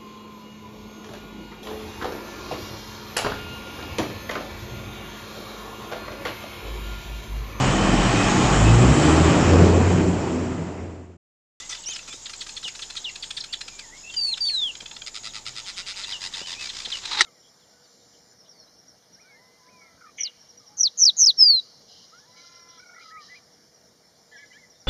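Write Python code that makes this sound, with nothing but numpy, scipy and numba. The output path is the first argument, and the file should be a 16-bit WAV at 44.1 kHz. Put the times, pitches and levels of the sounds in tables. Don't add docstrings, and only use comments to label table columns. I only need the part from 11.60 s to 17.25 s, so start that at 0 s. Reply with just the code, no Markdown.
import sys
import numpy as np
from scipy import signal
from scipy.fft import rfft, irfft
from scipy.io import wavfile
from scipy.ndimage import uniform_filter1d
from numba import njit

SR = 44100
rng = np.random.default_rng(int(sys.argv[2]) if len(sys.argv) > 2 else 0)


def amplitude_ratio(level_db):
    exponent = np.asarray(level_db, float) / 20
    return 10 ** exponent


def master_out(mix):
    frames = np.transpose(np.atleast_2d(mix))
    ceiling = np.clip(frames, -1, 1)
    pcm = np.round(ceiling * 32767).astype(np.int16)
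    wavfile.write(sys.argv[1], SR, pcm)


N = 249165
T = np.arange(N) / SR


def noise():
    return rng.standard_normal(N)


def level(x, db):
    return x * amplitude_ratio(db) / np.sqrt(np.mean(x ** 2))


@njit
def svf(x, hz, width):
    y, b, l = np.empty(len(x)), 0., 0.
    for i in range(len(x)):
        g, k = np.tan(np.pi * hz[i] / SR), width / hz[i]
        v = (b + g * (x[i] - l)) / (1 + g * (g + k))
        b, l, y[i] = 2 * v - b, l + 2 * g * v, k * v
    return y


def band(x, hz, width):
    return svf(x, np.full(len(x), 1. * hz), 1. * width)


def double_band(x, hz, width, second_width):
    return band(band(x, hz, width), hz, second_width)


def colour(x, points):
    hz, db = np.transpose(points)
    f = np.maximum(np.arange(N // 2 + 1) * SR / N, 1)
    return irfft(rfft(x) * amplitude_ratio(np.interp(np.log(f), np.log(hz), db)), N)


def walk(rate):
    k = int(SR / rate)
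    steps = np.repeat(rng.standard_normal(N // k + 1), k)
    return level(uniform_filter1d(uniform_filter1d(steps, k), k)[:N], 0)


def hump(start, length, lean=1):
    return np.sin(np.pi * np.clip((T - start) / length, 0, 1) ** lean) ** 2


def whistles(notes, partials, rough, edge_s=0.003, size=200):
    out, shake = np.zeros(N), walk(500)
    for note in notes:
        s, hz, db = np.transpose(note)
        on = (T >= s[0]) & (T < s[-1])
        glide = uniform_filter1d(np.interp(T[on], s, hz), size=size, mode="nearest")
        phase = 2 * np.pi * np.cumsum(glide * (1 + 0.049 * rough * shake[::-1][on])) / SR
        edge = np.clip(np.minimum(T[on] - s[0], s[-1] - T[on]) / edge_s, 0, 1)
        tone = np.sin(phase) + sum(amplitude_ratio(o) * np.sin(k * phase) for k, o in partials)
        size_now = np.sqrt(2) * amplitude_ratio(np.interp(T[on], s, db)) * edge
        out[on] += size_now * (1 + rough * shake[on]) * tone
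    return out


def shape_notes(rows, contour, swell_db, fade_db=0):
    u = np.linspace(0, 1, 13)
    swell = swell_db * (2 * u - 1) ** 2 + fade_db * u
    return [np.transpose([s + u * ms / 1000, contour(u, hz, end), db - swell])
            for s, ms, hz, end, db in rows]


def slide(u, hz, end):
    return hz + (end - hz) * u


def arc(start):
    def contour(u, hz, end):
        a, b = np.sqrt(abs(1 - start) * hz), np.sqrt(abs(hz - end))
        return hz - np.sign(1 - start) * ((a + b) * u - a) ** 2
    return contour


def hook(u, hz, _):
    return hz * (1 + 0.36 * np.clip(1 - u / .36, 0, 1) ** 1.23 - 0.13 * (u - .3))


# f/Hz, level/dB per Hz
THROAT = [(590, -17.5), (1000, -19), (1360, -3.5), (1560, -13), (2170, -4), (3150, -1.5), (3890, -0.5),
          (4740, -1.5), (5790, -6), (8240, -11), (14000, -50)]


def syrinx(hz, jitter, breath, since_s=None):
    phase = np.cumsum(hz * (1 + jitter * walk(900))) / SR
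    if since_s is not None:
        phase = hz * since_s + 2 * jitter * walk(400)
    clicks = np.clip(np.diff(np.floor(phase), prepend=0), 0, 1) * amplitude_ratio(1.5 * noise())
    spread = np.exp(-1j * (np.arange(N // 2 + 1) * SR / N / 1300) ** 2)
    clicks = irfft(rfft(clicks - clicks.mean()) * spread, N)
    return level(colour(level(clicks, 0) + breath * noise(), THROAT), 0)


def click_bursts(table, lean, breath):
    s, _, _, mouth = np.transpose(table)
    gate = sum(amplitude_ratio(db - 12.0) * hump(t - .002, ms / 1000, lean) for t, db, ms, _ in table)
    voice = syrinx(830, 0.079, breath) * gate
    mouth_hz = mouth[np.clip(np.searchsorted(s, T + .004) - 1, 0, None)]
    return voice + amplitude_ratio(4.0) * svf(voice, mouth_hz, 290.0) + amplitude_ratio(4.0) * band(voice, 1340, 730)


# f/Hz, level/dB per Hz
AIR = [(12, -22), (20, 4.5), (38, -3.5), (70, -1), (464, -6.5), (871, -8), (1140, -17.5), (1570, -12.5),
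       (3000, -16.5), (3900, -70), (6600, -120)]
# f/Hz, level/dB per Hz
HISS = [(4000, -18), (8000, 7), (12800, -3.5), (14800, -18), (15600, -22)]


def air():
    rumble = level(colour(noise(), AIR), -56) * amplitude_ratio(0.33 * walk(5.64))
    hum = amplitude_ratio(-56.5) * np.sin(2 * np.pi * 25 * T) * amplitude_ratio(1.2 * walk(8.0))
    return rumble + hum + level(colour(noise(), HISS), -68)


# f/Hz, level/dB per Hz
INSECTS = [(5600, -40), (6100, -10), (6800, 0), (7300, -1), (7650, -8), (8050, -23), (9300, -30),
           (11000, -50)]


def insects():
    flutter = amplitude_ratio(2 * walk(110) + 1.8 * walk(11))
    return level(colour(noise() * flutter, INSECTS), -52)


# f/Hz, level/dB at start, middle and end
CRICKETS = [
    (6655, -49.5, -48.5, -49.5),
    (7610, -47.5, -59, -71),
    (7140, -49, -53, -51),
    (5150, -58, -52.5, -66),
]
# first pulse t/s, chirp period/s, pulses a chirp, pulse rate/Hz
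CHIRPS = [
    (.0235, .1474, 5, 58),
    (.049, .1432, 4, 64),
    (-.005, .1258, 3, 64),
    (.085, .191, 5, 60),
]


def crickets():
    out = 0
    for (start, period, pulses, rate), (hz, *db) in zip(CHIRPS, CRICKETS):
        beat = (T - start + .5 / rate) % period * rate
        ends = np.clip(period * rate - beat, 0, 1)
        soft_start = np.clip((beat + 0.92) / 1.9, 0, 1)
        gate = (beat < pulses) * ends * np.sin(np.pi * beat) ** 2 * soft_start
        tone = np.sin(2 * np.pi * np.cumsum(hz * (1 + .012 * walk(300))) / SR)
        loudness = np.interp(T, [0, T[-1] / 2, T[-1]], db) + 2.0 * walk(10.02)
        out = out + 2 * amplitude_ratio(loudness) * gate * tone
    return out


# t/s, level/dB
COLONY = [(0, -43), (.25, -45.5), (.6, -49), (1.1, -48), (1.6, -47.5), (2.0, -51), (2.3, -51.5), (2.7, -49),
          (3.0, -48), (3.5, -54.5), (3.9, -47), (4.2, -47.5), (4.45, -46), (4.64, -40.5), (4.71, -45),
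          (4.77, -44), (4.9, -44), (5.3, -43), (5.65, -42.5)]
# f/Hz, level/dB per Hz
FAR = [(590, -10.5), (1000, -3.5), (1490, -9), (2110, -6.5), (2420, -9.5), (3430, 0), (4300, -3), (5200, 1),
       (5900, 0), (7500, -5), (9000, -20.5), (11000, -36)]


def colony():
    twitter = amplitude_ratio(1.6 * walk(60))
    return level(colour(noise() * twitter, FAR), 0) * amplitude_ratio(np.interp(T, *np.transpose(COLONY)))


# t/s, length/ms, turning f/Hz, end f/Hz, level/dB
ARCHES = [(0, 65.5, 2060, 1990, -50), (.1, 24, 3600, 3200, -48), (.262, 80, 3150, 2810, -40.5),
          (.268, 75, 2590, 2180, -47.5), (2.665, 67.5, 2740, 1960, -48), (2.85, 56, 3700, 1900, -36),
          (3.327, 50, 4350, 4300, -50), (3.665, 52, 3850, 3000, -46), (4.8, 90, 3050, 2900, -41),
          (4.962, 88, 2615, 2250, -43)]
# t/s, length/ms, turning f/Hz, end f/Hz, level/dB
DIPS = [
    (2.2, 143, 1785, 2080, -57.5),
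    (4.928, 40, 2420, 2480, -50),
]
# t/s, length/ms, from f/Hz, to f/Hz, level/dB
GLIDES = [(0, 12, 3500, 3450, -46), (.025, 20, 2800, 2950, -52), (.095, 30, 2100, 2350, -48),
          (.117, 22, 4850, 4800, -44), (.123, 14, 2000, 1950, -43), (.128, 16, 3550, 3500, -43),
          (.147, 12, 2950, 2950, -42), (.225, 36, 3000, 2730, -50), (.478, 54, 2560, 2270, -50),
          (.5, 69, 3300, 3900, -47), (1.325, 20, 4150, 4100, -50), (1.885, 24, 2500, 3000, -51),
          (1.908, 22, 2600, 3100, -51), (2.11, 87, 2420, 2330, -54), (2.325, 66, 2080, 2240, -51.5),
          (2.435, 80, 2614, 2760, -42), (2.52, 88, 3250, 2670, -43.5), (2.898, 73, 1880, 1474, -52),
          (3.9, 36, 2340, 2270, -59), (3.925, 35, 3620, 4230, -61), (4.225, 34, 2700, 2950, -51),
          (4.45, 33, 2620, 2860, -48), (4.97, 37, 6100, 5300, -57), (5.05, 43, 2350, 2260, -52),
          (5.1, 31, 5880, 5100, -52)]


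def clear_whistles():
    bent = shape_notes(ARCHES, arc(.86), 5.5) + shape_notes(DIPS, arc(1.4), -9)
    return whistles(bent + shape_notes(GLIDES, slide, 5.5), [(1.6, -24)], .13, size=100)


# t/s, length/ms, level/dB
RASPS = [(.0, 33, -40), (.093, 88, -37.5), (.476, 69, -44), (.528, 140, -45.5), (.697, 99, -44),
         (.81, 65, -44.5), (.866, 140, -45.5), (.965, 120, -48), (1.03, 120, -44), (1.075, 37, -45),
         (1.15, 100, -45), (1.194, 170, -46), (1.355, 140, -45.5), (2.49, 29, -68)]
# f/Hz, level/dB per Hz
RASP = [(3500, -27), (5000, -2), (6200, 2), (7800, -4), (9200, -14.5), (11000, -35)]


def rasps():
    gate = sum(amplitude_ratio(db) * hump(s - .001, ms / 1000, lean=.35) for s, ms, db in RASPS)
    return level(colour(noise() * amplitude_ratio(1.2 * walk(250)), RASP), 0) * gate


# t/s, peak/dB, length/ms, mouth f/Hz
TICKS = [(0, -29.5, 23, 5800), (.093, -29, 103, 5400), (.288, -29.5, 18, 1800), (.31, -35.5, 120, 6200),
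         (.392, -27.5, 13, 2760), (.43, -34, 7.5, 1510), (.476, -30, 49, 5640), (.528, -27, 26, 4960),
         (.696, -26, 19, 1400), (.866, -27, 20, 1390), (1.03, -27, 19, 1400), (1.193, -26.5, 19, 1400),
         (1.354, -28, 15, 1400)]


def ticks():
    return click_bursts(TICKS, lean=.4, breath=1.5)


# t/s, length/ms, from f/Hz, to f/Hz, level/dB
SQUEALS = [
    (.093, 11, 6170, 5630, -31.5),
    (.11, 57, 5750, 4900, -50),
    (.258, 34, 5420, 6170, -32.5),
    (.287, 30, 6080, 6980, -36),
    (.318, 24, 7000, 6150, -39),
    (.328, 20, 6400, 4960, -35),
    (.345, 16, 5150, 5130, -39),
    (.4, 30, 5100, 5000, -56),
]


def squeals():
    return whistles(shape_notes(SQUEALS, slide, 0, 0.5), [(3 / 2, -25), (2, -42)], 0.35)


# t/s, peak/dB, mouth f/Hz
CLACKS = [(0.1204, -25, 3500), (0.144, -26, 4840), (0.356, -22, 2900), (0.73, -24, 4100),
          (0.886, -26, 4170), (1.074, -20.5, 2840), (1.146, -27.5, 3940), (1.297, -24, 4000),
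          (1.5518, -24, 3900), (1.702, -21, 3300), (1.8352, -23, 4050), (2.0063, -21, 4080),
          (2.076, -22.5, 5630), (2.186, -25, 4600), (2.5353, -28.5, 3100), (2.7704, -22, 3540),
          (5.449, -19.5, 4040)]


def clacks():
    length_ms = 19
    return click_bursts([(s, db, length_ms, hz) for s, db, hz in CLACKS], lean=1.25, breath=.4)


# t/s, level/dB
COOS = [(.13, -60), (.55, -62), (.87, -69), (1.62, -59), (2.23, -58.5), (2.67, -56.5), (3.29, -58),
        (3.73, -57), (4.0, -59), (4.33, -57)]


def dove():
    throat = level(double_band(noise(), 893, 76, 76), -0.27)
    return throat * (amplitude_ratio(-68) + sum(amplitude_ratio(db) * hump(s, 0.11) for s, db in COOS))


# t/s, length/ms, from f/Hz, to f/Hz, level/dB
STROKES = [(.165, 24, 4100, 2800, -47), (.228, 30, 5100, 2600, -47), (.297, 18, 5300, 3850, -43),
           (.313, 24, 3900, 3000, -41), (.336, 10, 8000, 6000, -42), (.35, 10, 5200, 4000, -48),
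           (.377, 16, 4800, 3400, -51), (.39, 8, 3300, 2300, -42), (.405, 39, 6700, 5900, -48.5),
           (1.086, 11, 2700, 1950, -40), (1.087, 11, 5700, 3900, -43), (1.466, 28, 5900, 5300, -48),
           (1.489, 14, 2650, 1900, -42), (1.492, 11, 5600, 3500, -42), (1.803, 15, 5900, 3000, -30),
           (1.97, 30, 5660, 5200, -55), (2.497, 12, 3950, 2800, -40), (4.04, 24, 3700, 3000, -48),
           (4.14, 24, 3500, 2900, -51), (4.275, 17, 4800, 3020, -38), (4.338, 11, 2000, 3400, -43),
           (4.6, 30, 3650, 3030, -50), (4.925, 16, 3900, 3200, -38)]


def strokes():
    return whistles(shape_notes(STROKES, slide, 0), [], 0.25, size=60)


# t/s, peak/dB
BUMPS = [
    (0.285, -45.5),
    (0.486, -44.5),
    (0.536, -43),
    (1.05, -41.5),
    (2.062, -47),
    (3.221, -40),
    (4.811, -37.5),
    (5.271, -40),
]


def bumps():
    gate = sum(amplitude_ratio(db - 4.5) * hump(s, 0.033, lean=0.33) for s, db in BUMPS)
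    return gate * level(band(band(noise(), 280, 760), 350, 1200), 0)


# t/s, length/ms, from f/Hz, to f/Hz, level/dB
HOARSE = [
    (1.625, 190, 8400, 8570, -53),
    (2.035, 110, 5020, 5120, -51),
    (2.51, 40, 4250, 5130, -46),
    (.49, 50, 3380, 3650, -49),
]


def hoarse_notes():
    throb = .6 + .45 * np.cos(2 * np.pi * (58 * (T - 1.732) + .1 * walk(30)))
    return throb * whistles(shape_notes(HOARSE, slide, 2.0), [], 0.22)


# t/s, peak/dB, start f/Hz
CHIPS = [(0.655, -35.5, 4440), (0.807, -34, 4500), (0.9638, -35.5, 4500), (1.2188, -34.5, 4490),
         (1.365, -32.5, 4330), (1.626, -32, 4620), (1.768, -32, 4580), (1.927, -30.5, 4550),
         (4.434, -34, 4330), (4.737, -33.5, 3940), (5.09, -34, 4300), (5.248, -32.5, 4210)]


def chips():
    upper, lower = [], []
    for s, db, hz in CHIPS:
        upper.append([(s - .001, 1. * hz, db), (s + .007, .95 * hz, db - 1),
                      (s + .012, max(.83 * hz, 3500), db), (s + .019, 3000, db - 4)])
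        lower.append([(s + 0.0033, 0.81 * hz, db + 8), (s + 0.00716, 3100, db - 10.0),
                      (s + 0.0111, 1950, db - 9.5), (s + 0.0196, 1450, db - 18)])
    voices = whistles(upper, [(2, -24)], .3, edge_s=.0012, size=60)
    voices = voices + whistles(lower, [], .12, edge_s=.0012, size=60)
    gate = sum(amplitude_ratio(db - 11.0) * hump(s - .001, 0.031, lean=0.64) for s, db, _ in CHIPS)
    hiss = gate * syrinx(1100, 0.67, 0.72)
    return voices + amplitude_ratio(4.0) * hiss + amplitude_ratio(9.0) * band(hiss, 3850, 1100)


# t/s, length/ms, knee f/Hz, level/dB
HOOKS = [
    (1.038, 52, 2986, -28.5),
    (1.442, 54, 2956, -27.5),
    (4.517, 52, 3040, -28.5),
    (5.316, 46.4, 3070, -25.5),
]


def hooked_calls():
    rows = [(s, ms, hz, hz, db) for s, ms, hz, db in HOOKS]
    return whistles(shape_notes(rows, hook, 3.9, 8), [(1.5, -27)], 0.064, size=100)


# t/s, f/Hz, level/dB
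LONG = [
    [(2.563, 4600, -35), (2.570, 4810, -25.5), (2.588, 4696, -22.5), (2.65, 4523, -22), (2.691, 4345, -23),
     (2.727, 4150, -21), (2.738, 3850, -23), (2.744, 3170, -30.5), (2.751, 2470, -44)],
    [(2.805, 4780, -29), (2.818, 4664, -20.5), (2.858, 4564, -23.5), (2.899, 4417, -21.5),
     (2.963, 3946, -23.5), (3.035, 3450, -23), (3.069, 3210, -27.5), (3.103, 2790, -32), (3.115, 2610, -43)],
]
# t/s, half width/ms, depth/dB
LEVEL_DIPS = [(2.607, 3.9, 8), (2.626, 4, 1.5), (2.644, 1.2, 5), (2.665, 6.4, 3.5), (2.677, 1.2, 15),
              (2.711, 12.3, 11.5), (2.836, 2.4, 5), (2.867, 2.8, 2), (2.903, 1.3, 14), (2.912, 2, 12),
              (2.927, 11, 10), (2.992, 4.2, 4.5), (3.012, 11, 5.5), (3.028, 1.8, 3), (3.083, 3.5, 3)]


def gape(x):
    return double_band(x, 8600, 1500, 3000)


def long_whistles():
    dipping = amplitude_ratio(-sum(db * np.exp(-((T - s) * 1000 / ms) ** 2) for s, ms, db in LEVEL_DIPS))
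    clear = whistles(LONG, [], 0) * (1 + 0.063 * walk(300))
    overtones = []
    for k in (2, 3):
        notes = [np.array(note) * [1, k, 1] for note in LONG]
        overtones.append(whistles(notes, [], 0.035) * amplitude_ratio(3.1 * walk(50)))
    second, third = overtones
    return dipping * (clear + amplitude_ratio(-21.5) * gape(second) + amplitude_ratio(-27) * gape(third) + amplitude_ratio(-43.5) * third)


def rattle():
    start_s, gap_s, peak_db, length_ms, mouth_hz = 3.1505, .0532, -25, 12.8, 3300
    run = [(start_s + k * gap_s, peak_db, length_ms, mouth_hz) for k in range(6)]
    bursts = click_bursts(run, lean=1.1, breath=0.49)
    return colour(bursts, [(1500, 0.0), (3300, 0.5), (5000, -0.5), (7000, -8.5)])


# centre of first pulse t/s, pulses, pulse rate/Hz, level/dB
BUZZ = [(3.4646, 3.36, 123, -34), (3.5445, 4.6, 105, -36), (3.636, 5.6, 110.6, -35.5),
        (3.7373, 6.5, 109.3, -36), (3.856, 4.9, 109.0, -35), (3.956, 6.5, 111, -35),
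        (4.059, 11.9, 192, -35), (4.164, 10.8, 187, -33), (4.2603, 15, 201, -34), (4.355, 16.8, 200, -34.5),
        (4.472, 7.8, 99.1, -37.5), (4.6083, 7.35, 94, -36), (4.7273, 9.4, 91, -37.5),
        (4.861, 8.7, 88.7, -37), (4.994, 5.9, 62.5, -38), (5.134, 6.6, 58.1, -41), (5.286, 7, 58.7, -40)]
# f/Hz, width/Hz, level/dB
BEAK = [(1800, 100, 2), (2200, 390, -1), (3900, 570, -1), (4900, 590, 3.5), (8600, 8200, -33)]


def buzz():
    gate, sizzle, since_s = np.zeros(N), np.zeros(N), np.zeros(N)
    chest_hz, wild = np.full(N, 1330.), np.full(N, .05)
    for s, pulses, rate, db in BUZZ:
        slow, quick = rate < 103, rate > 150
        swell = hump(s - 0.75 / rate, (pulses + 0.5) / rate) ** 0.27
        swell *= np.where(T < s + .5 / rate, amplitude_ratio(-3), 1)
        if quick:
            swell *= hump(s - 2 / rate, (pulses + 3) / rate) ** 0.1
        cycle = ((T - s) * rate + .5) % 1 - .5 + (.05 if slow else .02) * walk(rate)
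        stretch = 1 if not slow else 1.15 if rate > 70 else 1.35
        burst = np.exp(-(cycle / np.where(cycle < 0, .14, .33) / stretch) ** 2)
        gate += amplitude_ratio(db) * swell * burst
        since_s = np.where(T > s - 1 / rate, cycle / rate, since_s)
        sizzle += amplitude_ratio(db - 9) * swell * (0.59 + burst) * np.exp(-np.clip(T - s, 0, 1) / 0.041)
        if slow or quick:
            chest_hz[T > s - .01] = 925 if slow else 1400
            wild[T > s - .01] = .3 if rate < 70 else .04 if slow else .05
    gate *= amplitude_ratio(.8 * walk(120))
    low = chest_hz < 1000
    chest = svf(svf(noise() * gate, chest_hz, 180.0), chest_hz, 200.0)
    chest = chest * (wild < .1) * np.where(low, amplitude_ratio(3), 1)
    click_hz = np.where(chest_hz > 1000, chest_hz / 2, chest_hz)
    voice = syrinx(click_hz, wild, .55, since_s) * gate
    beak = sum(amplitude_ratio(db) * band(voice, hz, width) for hz, width, db in BEAK)
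    breath = double_band(noise(), 7500, 3000, 3000) * sizzle
    ring = amplitude_ratio(7) * band(noise() * gate * low, 1600, 400)
    return breath + ring + voice + beak + amplitude_ratio(10.5) * chest


def motor():
    return amplitude_ratio(-57) * hump(3.55, 0.59) * level(double_band(noise(), 122.2, 14, 13), 0)


# t/s, length/s, level/dB
WINGS = [
    (5.406, 0.14, -36.5),
    (5.497, 0.099, -27),
    (5.569, 0.054, -24.5),
    (5.592, 0.04, -23.5),
    (5.617, 0.049, -34),
]
# f/Hz, level/dB per Hz
FEATHERS = [(150, -52), (250, -22), (352, -12.5), (641, -28), (873, -3), (1150, -11), (1250, -9),
            (1590, -11), (1990, -9.5), (3200, -10), (3850, 1.5), (4700, -8.5), (8820, -30), (15000, -75)]


def wings():
    throb = amplitude_ratio(2.5 * np.cos(2 * np.pi * 52 * (T - 5.458)) + 1.2 * walk(90))
    near = sum(amplitude_ratio(db) * hump(s, length, lean=0.84) ** 0.7 for s, length, db in WINGS)
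    return level(colour(noise() * throb, FEATHERS), 0) * near


# t/s, dull part/dB, bright part/dB
SNAP = [
    (5.6078, 2, -1),
    (5.6092, -1, -6),
    (5.6106, -6, -5),
    (5.6132, -12, -4),
    (5.6156, -16, -10),
    (5.6174, -13, -5),
    (5.6205, -20, -17),
    (5.625, -22, -18),
]
# f/Hz, width/Hz, level/dB
TWIG = [(370, 72, -8), (1400, 410, -4.5), (1900, 320, 5.5), (2570, 340, -14), (3100, 650, -3.5),
        (3900, 320, 4), (4500, 480, 0), (5490, 620, -2), (8000, 1600, -13)]


def snap():
    crack = .6 * noise()
    crack[[int(s * SR) + 1 for s, *_ in SNAP]] = -7
    decay = [(T >= s) * np.exp(-np.abs(T - s) / .0022) for s, *_ in SNAP]
    dull = crack * sum(amplitude_ratio(row[1]) * d for row, d in zip(SNAP, decay))
    bright = crack * sum(amplitude_ratio(row[2]) * d for row, d in zip(SNAP, decay))
    ringing = 0
    for hz, width, db in TWIG:
        blow = dull if hz < 3000 else bright
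        ringing = ringing + amplitude_ratio(db) * double_band(blow, hz, width, 2 * width)
    ringing = colour(ringing, [(8500, 0), (10500, -15), (16000, -19)])
    return .97 * ringing / np.abs(ringing).max()


def leafy_tail(x):
    decay_s = 0.14
    leaves = rng.standard_normal(SR // 4) * np.exp(-np.log(1000) * T[:SR // 4] / decay_s)
    return signal.fftconvolve(x, leaves / np.sqrt(np.sum(leaves ** 2)))[:N]


# delay t/s, level/dB
ECHOES = [
    (0.0089, -29),
    (0.0081, -26),
]


def scene():
    tonal = clear_whistles() + squeals() + strokes() + hoarse_notes() + chips() + hooked_calls()
    tonal = tonal + sum(amplitude_ratio(db) * np.roll(tonal, int(lag * SR)) for lag, db in ECHOES)
    birds = tonal + rasps() + ticks() + clacks() + rattle() + buzz()
    solo = long_whistles()
    tail = amplitude_ratio(-7.5) * leafy_tail(birds + amplitude_ratio(-3.5) * solo)
    background = air() + insects() + crickets() + colony() + dove() + bumps() + motor()
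    return (birds + solo + tail + wings() + snap() + background)[None]


def low_pass(x):
    return signal.sosfilt(signal.butter(12, 15530, fs=SR, output="sos"), x)


def record(dry):
    mix = colour(dry[0], [(14900, 0), (15500, -22)])[None]
    return low_pass(mix)


dry = scene()
out = record(dry)
master_out(out)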